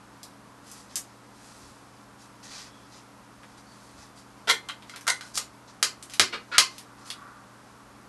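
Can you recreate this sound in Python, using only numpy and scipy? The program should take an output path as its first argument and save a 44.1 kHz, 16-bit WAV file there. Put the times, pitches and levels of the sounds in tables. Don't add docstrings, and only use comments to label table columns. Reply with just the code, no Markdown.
import sys
import numpy as np
from scipy import signal
from scipy.fft import rfft, irfft, next_fast_len
from scipy.io import wavfile
from scipy.ndimage import uniform_filter1d, map_coordinates

SR = 44100
rng = np.random.default_rng(int(sys.argv[2]) if len(sys.argv) > 2 else 0)


def inscribe(sig):
    pcm = np.round(np.clip(np.atleast_2d(sig).T, -1, 1) * 32767)
    wavfile.write(sys.argv[1], SR, pcm.astype(np.int16))


N = 356592
TIME = np.arange(N) / SR
SHOT = TIME[:SR // 2]

# pitch_hz, level_db
AIR_COLOUR = [(20, -29), (36, -10), (52, -0.5), (75, -4), (100, -9.5), (150, -3.5), (200, 0), (320, -1.5),
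              (400, -3.5), (720, -3.5), (1000, 0), (1350, -3.5), (2000, -11.5), (3000, -16.5),
              (11000, -22.5)]
# pitch_hz, level_db, width_hz
HUM_NOTES = [(119.7, -61.5, 0.22), (203.8, -63, 1.66), (231, -69.5, 12), (281.5, -62.5, 2.9)]
# start_s, length_s, level_db, relative_treble_db
STROKES = [(0.62, 0.28, -55.5, -0.5), (0.88, 0.095, -56.5, -7), (1.3, 0.59, -59.5, -1.5),
           (2.174, 0.12, -59, -3.5), (2.422, 0.063, -48.5, -9), (2.451, 0.26, -46, -10.5),
           (2.9, 0.13, -55.5, -9), (3.569, 0.038, -57, -5), (3.62, 0.5, -63.5, -1.5),
           (3.961, 0.14, -56, -9), (4.152, 0.077, -56.5, -3), (4.85, 0.18, -60, -8),
           (5.202, 0.14, -54.5, -3), (5.67, 0.052, -55, -13), (6.102, 0.09, -51, -4),
           (6.67, 0.19, -56, -6.5), (6.962, 0.11, -60, -8), (7.046, 0.075, -51.5, -2)]
# pitch_hz, level_db
RUB_COLOUR = [(500, -10.5), (1500, -4), (3000, -7), (4800, -0.5), (6200, -2.5), (8000, -12.5), (12000, -31)]
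# pitch_hz, level_db
FIBRE_COLOUR = [(3000, -29), (5500, -10.5), (7200, -1.5), (9500, -2), (12000, -9.5)]
# start_s, level_db, body_db, treble_db, sheet_pitch_hz
CRACKLES = [(0.2313, -37, -22, -3, 5000), (0.7148, -39.5, -3, 16, 6470), (0.9568, -21.5, -12.5, 1.5, 6480),
            (0.97, -29, 17.5, 16.5, 7740), (3.4332, -46, 14, -6, 4290), (4.8235, -45.5, 5, -11, 4180),
            (4.9607, -36, 7, -1, 3900), (5.01, -42.5, 9, 1, 5840), (6.0263, -36, -7, -1, 7900),
            (6.098, -40.5, -2, -4, 5660), (6.1367, -32.5, -7, -3, 3400), (6.7818, -35.5, -1, 4.5, 3530),
            (7.1025, -28.5, -8, -9.5, 4250)]
# start_s, length_s, level_db
LEANS = [(1.6, 0.12, -61), (3.901, 0.25, -64)]
# start_s, length_s, pitch_hz, level_db
SQUEAKS = [(2.63, 0.24, 3340, -67), (3.656, 0.1, 4490, -63), (3.764, .16, 4530, -72)]
# start_s, length_s, level_db, slips_per_s, jitter, treble_db, favoured_hz
PEELS = [(4.472, 0.023, -28.5, 476, 0.19, -7, 1455), (4.488, 0.03, -20.5, 455, 0.04, 0, 3200),
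         (4.4995, 0.0099, -18, 2100, 0.03, 4, 2090), (4.686, 0.027, -35, 1070, 0.29, -34, 3200),
         (5.072, 0.014, -32.5, 700, 0.3, -10, 1455), (5.08, 0.0177, -26.5, 930, 0.02, 1, 1055),
         (5.098, 0.0082, -19.5, 2110, 0.17, 8, 2090)]
# pitch_hz, level_db
PEEL_COLOUR = [(150, -15), (430, -3.5), (700, 0), (950, -3.5), (1400, -2.5), (2100, -0.5), (2600, -12),
               (3250, -0.5), (4200, -3.5), (7000, -9.5), (12000, -19)]
# pitch_hz, width_hz, level_db
SHELL_NOTES = [(450, 8.7, -3), (1055, 43, 5.5), (1230, 74, 2), (1455, 90, 5.5), (2090, 92, 6.5),
               (2580, 90, 0), (2884, 100, 1), (3200, 130, -1), (4130, 350, -4), (4850, 600, -10)]
# start_s, level_db, bass_db, middle_db, treble_db, ring_db, favoured_hz, thud_db
CLACKS = [(4.495, -28, -15, -20, -16, -12, 4130, -40), (4.4974, -22.5, -1, 5, -16, -10, 450, -22),
          (4.6870, -33, -5, -5, 5, 7, 3200, -36), (4.896, -35, -12.5, 0.5, 0, 8, 2090, -42),
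          (5.0685, -23, -3, 10, 5, 0, 1455, -40), (5.0782, -14.5, -25, 9, -1.5, -11.5, 1455, -40),
          (5.2095, -31, -11, 3.5, -5.5, -1, 1455, -44), (5.3753, -21, -7.5, -3.5, 0, 0.5, 1230, -37),
          (5.380, -35, -2, -3, -27, -7, 1455, -36), (5.8277, -10.5, -8, -1.5, 0.5, -1.5, 4850, -49),
          (6.196, -5.5, -4, -1, -7, -12.5, 2090, -10), (6.5814, -2.5, -11.5, -4, -2.5, 1, 1055, -45)]
# pitch_hz, width_hz, level_db
DESK_NOTES = [(94.4, 17, -1.5), (207, 29, -7), (348, 40, -3.5), (504, 150, -2.5)]
# start_s, length_s, level_db, bass_db, ring_db, favoured_hz
SLIDES = [(4.936, 0.0096, -45, -6, 19, 1455), (6.323, 0.031, -34.5, 4.5, -15, 450),
          (6.515, 0.018, -35.5, 1.5, -1, 1455), (6.527, 0.047, -34.5, -7, -6, 1455)]
# pitch_hz, level_db
SLIDE_COLOUR = [(100, -23), (450, -2.5), (800, -9.5), (1500, 3.5), (2200, -0.5), (3000, -6), (4200, -4),
                (7000, -20), (12000, -33)]
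# time_s, level_db, rips_per_s
RIP_CURVE = [(5.326, -77, 600), (5.345, -38, 830), (5.358, -33.5, 1200), (5.371, -31, 4000),
             (5.377, -23.5, 2660), (5.386, -31, 1900), (5.396, -70, 730)]
# pitch_hz, level_db
RIP_COLOUR = [(300, -10.5), (1300, -4), (3000, -6.5), (4800, 8.5), (8000, 4), (12000, -4)]
# time_s, level_db
BRUSH_CURVE = [(6.85, -65), (7.1, -55.5), (7.26, -50.5), (7.38, -57.5), (7.55, -66)]
# pitch_hz, level_db
BRUSH_COLOUR = [(400, -26), (850, -8), (1100, 6), (1400, 4.5), (2000, -11.5), (4000, -33)]
# pitch_hz, decay_s
ROOM_DECAY = [(100, 0.36), (200, 0.93), (530, 0.29), (1390, 0.29), (3680, 0.26), (9700, 0.21)]


def from_db(db):
    return 10 ** (np.asarray(db) / 20)


def rms_one(x):
    return x / np.sqrt(np.mean(x ** 2) + 1e-20)


def with_energy(x, seconds):
    return rms_one(x) * np.sqrt(seconds * SR / len(x))


def in_time(rows):
    times, *columns = np.transpose(rows)
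    return [np.interp(TIME, times, column) for column in columns]


def at_hz(points, hz):
    pitches, values = np.transpose(points)
    return np.interp(np.log(np.maximum(hz, 1)), np.log(pitches), values)


def colour(x, points):
    size = 2 * next_fast_len(len(x))
    gains = from_db(at_hz(points, np.fft.rfftfreq(size, 1 / SR)))
    cepstrum = irfft(np.log(gains))
    cepstrum[1:size // 2] *= 2
    cepstrum[size // 2 + 1:] = 0
    return irfft(rfft(x, size) * np.exp(rfft(cepstrum)))[:len(x)]


def add(out, start_s, sound):
    i = round(start_s * SR)
    out[i:i + len(sound)] += sound[:N - i]


def resonate(x, hz, width_hz):
    r = np.exp(-np.pi * width_hz / SR)
    feedback = [1, -2 * r * np.cos(2 * np.pi * hz / SR), r * r]
    return signal.lfilter(np.array([1, 0, -1]) * (1 - r * r) / 2, feedback, x + 1e-18)


def drift(per_s):
    knots = rng.standard_normal(400)
    return rms_one(map_coordinates(knots, [TIME * per_s], order=3, mode="wrap"))


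def grains(per_s, spread_db):
    sizes = from_db(spread_db * np.minimum(rng.exponential(1, N), 4))
    signs = rng.choice([-1, 1], N)
    happens = rng.random(N) < per_s / SR
    return rms_one(sizes * signs * happens / np.sqrt(per_s))


def crack(length_s):
    fade = np.exp(-(SHOT / length_s) ** 2)
    spectrum = rfft(rng.standard_normal(len(SHOT)) * fade)
    return irfft(spectrum / (np.abs(spectrum) + 1e-12), len(SHOT)) * np.sqrt(fade)


def swell(length_s):
    arch = np.sin(np.pi * np.minimum(SHOT / length_s, 1))
    return np.sqrt(np.maximum(arch, 0))


def fan(air_db=-52.5):
    air = from_db(air_db) * rms_one(colour(rng.standard_normal(N), AIR_COLOUR))
    hum = 0
    for hz, db, width_hz in HUM_NOTES:
        wander = np.cumsum(rng.standard_normal(N)) * np.sqrt(2 * np.pi * width_hz / SR)
        note = np.sin(2 * np.pi * hz * TIME + wander)
        hum += from_db(db) * rms_one(resonate(note, hz, width_hz=39))
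    return air + hum


def finger_speed(start_s, length_s, rise_share=0.24, fall_share=0.46):
    progress = (TIME - start_s) / length_s
    return np.clip(np.minimum(progress / rise_share, (1 - progress) / fall_share), 0, 1)


def rubbing(resting_db=-70, fidget_db=2, resting_treble_db=-6):
    level = from_db(resting_db + fidget_db * drift(per_s=6))
    treble = level * from_db(resting_treble_db)
    for start_s, length_s, db, treble_db in STROKES:
        friction = from_db(db) * finger_speed(start_s, length_s)
        level = np.hypot(level, friction)
        treble = np.hypot(treble, friction * from_db(treble_db))
    fingers = level * rms_one(colour(grains(per_s=5000, spread_db=3.5), RUB_COLOUR))
    fibres = treble * rms_one(colour(grains(per_s=3000, spread_db=3.5), FIBRE_COLOUR))
    return fingers + fibres


def crackles(flutter_db=-1, sheet_db=-1):
    out = np.zeros(N)
    for start_s, db, body, treble, hz in CRACKLES:
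        flutter = from_db(flutter_db) * rms_one(crack(length_s=0.016))
        tick = rms_one(crack(length_s=0.00145))
        tone = [(150, body - 17.5), (500, body - 8), (1900, body), (3900, 0),
                (5600, treble), (9000, treble), (12000, treble - 1)]
        buckle = colour(tick + flutter, tone)
        sheet = from_db(sheet_db) * resonate(buckle, hz, width_hz=2100)
        add(out, start_s, from_db(db) * with_energy(buckle + sheet, seconds=0.0033))
    return out


def narrow_noise(hz, width_hz):
    noise = rng.standard_normal(len(SHOT))
    return resonate(resonate(noise, hz, width_hz), hz, width_hz)


def leaning():
    out = np.zeros(N)
    for start_s, length_s, db in LEANS:
        rumble = narrow_noise(hz=62, width_hz=30) * swell(length_s)
        add(out, start_s, from_db(db) * with_energy(rumble, length_s))
    return out


def squeaks():
    out = np.zeros(N)
    for start_s, length_s, hz, db in SQUEAKS:
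        tone = rms_one(narrow_noise(hz, width_hz=200))
        add(out, start_s, from_db(db) * tone * swell(length_s))
    return out


def dispenser(force, ring_db, favoured_hz, boost_db=8):
    ring = 0
    for hz, width_hz, db in SHELL_NOTES:
        nearness = np.exp(-(10 * np.log(hz / favoured_hz)) ** 2)
        ring += from_db(db + boost_db * nearness) * resonate(force, hz, width_hz)
    return force + from_db(ring_db) * ring


def peels(hiss_db=-7, spread_db=3.1):
    out = np.zeros(N)
    for start_s, length_s, db, slips_per_s, jitter, treble, favoured_hz in PEELS:
        gaps, sizes = rng.standard_normal((2, 120))
        slip_times = np.cumsum(np.exp(jitter * gaps)) / slips_per_s
        slip_samples = np.round(slip_times * SR).astype(int)
        kicks = np.bincount(slip_samples, from_db(spread_db * sizes), len(SHOT))[:len(SHOT)]
        smear = with_energy(crack(length_s=0.001), 1 / slips_per_s)
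        slips = signal.fftconvolve(kicks, smear)[:len(SHOT)]
        hiss = from_db(hiss_db) * rng.standard_normal(len(SHOT))
        force = colour((slips + hiss) * swell(length_s), PEEL_COLOUR)
        force = colour(force, [(30, -13.5), (200, -5.5), (3500, -1), (9000, treble)])
        sound = dispenser(force, ring_db=-3, favoured_hz=favoured_hz)
        add(out, start_s, from_db(db) * with_energy(sound, length_s))
    return out


def clacks(contact_s=0.0032):
    out = np.zeros(N)
    tap = SHOT == 0
    desk = sum(from_db(db) * resonate(tap, hz, width_hz) for hz, width_hz, db in DESK_NOTES)
    thud = with_energy(desk, seconds=0.00017)
    for start_s, db, bass, middle, treble, ring_db, favoured_hz, thud_db in CLACKS:
        tone = [(30, bass - 28), (120, bass - 14), (450, bass), (750, bass - 1), (1400, middle),
                (2800, -2), (4300, 0.6), (8000, treble), (12000, treble - 8)]
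        force = colour(crack(contact_s), tone)
        shell = with_energy(dispenser(force, ring_db, favoured_hz), seconds=0.0016)
        add(out, start_s, from_db(db) * (shell + from_db(thud_db) * thud))
    return out


def slides():
    out = np.zeros(N)
    for start_s, length_s, db, bass, ring_db, favoured_hz in SLIDES:
        scuff = colour(rng.standard_normal(len(SHOT)) * swell(length_s), SLIDE_COLOUR)
        force = colour(scuff, [(500, bass), (1200, 0)])
        sound = dispenser(force, ring_db, favoured_hz)
        add(out, start_s, from_db(db) * with_energy(sound, length_s))
    return out


def rip():
    db, rips_per_s = in_time(RIP_CURVE)
    tearing = (TIME > RIP_CURVE[0][0]) & (TIME < RIP_CURVE[-1][0])
    film = grains(rips_per_s, spread_db=4.5) + 0.5 * rng.standard_normal(N)
    return from_db(db) * tearing * rms_one(colour(film, RIP_COLOUR))


def forearm():
    db, = in_time(BRUSH_CURVE)
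    touching = TIME > BRUSH_CURVE[0][0]
    return from_db(db) * touching * rms_one(colour(rng.standard_normal(N), BRUSH_COLOUR))


def late_echo():
    out = 0
    edges_hz = np.geomspace(50, 16000, 26)
    noises = rng.standard_normal((2, len(SHOT)))
    hz = np.fft.rfftfreq(len(SHOT), 1 / SR)
    for k, (low, high) in enumerate(zip(edges_hz, edges_hz[1:])):
        decay_s = at_hz(ROOM_DECAY, np.sqrt(low * high))
        band = irfft(rfft(noises[k % 2]) * ((hz >= low) & (hz < high)), len(SHOT))
        fade = np.exp(-np.log(1000) * SHOT / decay_s)
        out += with_energy(band * fade, decay_s * (high - low))
    return out / np.linalg.norm(out)


def even_out(x, smooth_hz=70):
    spectrum = rfft(x)
    bins = max(1, round(smooth_hz * len(x) / SR))
    power = uniform_filter1d(np.abs(spectrum) ** 2, bins)
    return irfft(spectrum / np.sqrt(power), len(x))


def room_echo(early_decay_s=0.14, late_db=-5, build_s=0.002):
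    early = rng.standard_normal(len(SHOT)) * np.exp(-np.log(1000) * SHOT / early_decay_s)
    echo = even_out(early / np.linalg.norm(early) + from_db(late_db) * late_echo())
    echo *= np.minimum(SHOT / build_s, 1) ** 2
    echo *= (1 - SHOT / SHOT[-1]) ** 2
    return echo / np.linalg.norm(echo)


def scene(shell_echo_db=1.5, tape_echo_db=-3, crackle_echo_db=1, rub_echo_db=-2):
    sources = [(clacks(), shell_echo_db), (slides(), shell_echo_db), (peels() + rip(), tape_echo_db),
               (crackles(), crackle_echo_db), (rubbing() + forearm() + squeaks(), rub_echo_db)]
    out = fan() + leaning()
    for sound, echo_db in sources:
        out += sound + from_db(echo_db) * signal.fftconvolve(sound, room_echo())[:N]
    return out[None]


def record(dry, ceiling=0.88, cutoff_hz=11900):
    squashed = dry / (1 + (dry / ceiling) ** 6) ** (1 / 6)
    treble_cut = signal.ellip(10, 0.2, 70, cutoff_hz, fs=SR, output="sos")
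    return signal.sosfilt(treble_cut, squashed)


dry = scene()
out = record(dry)
inscribe(out)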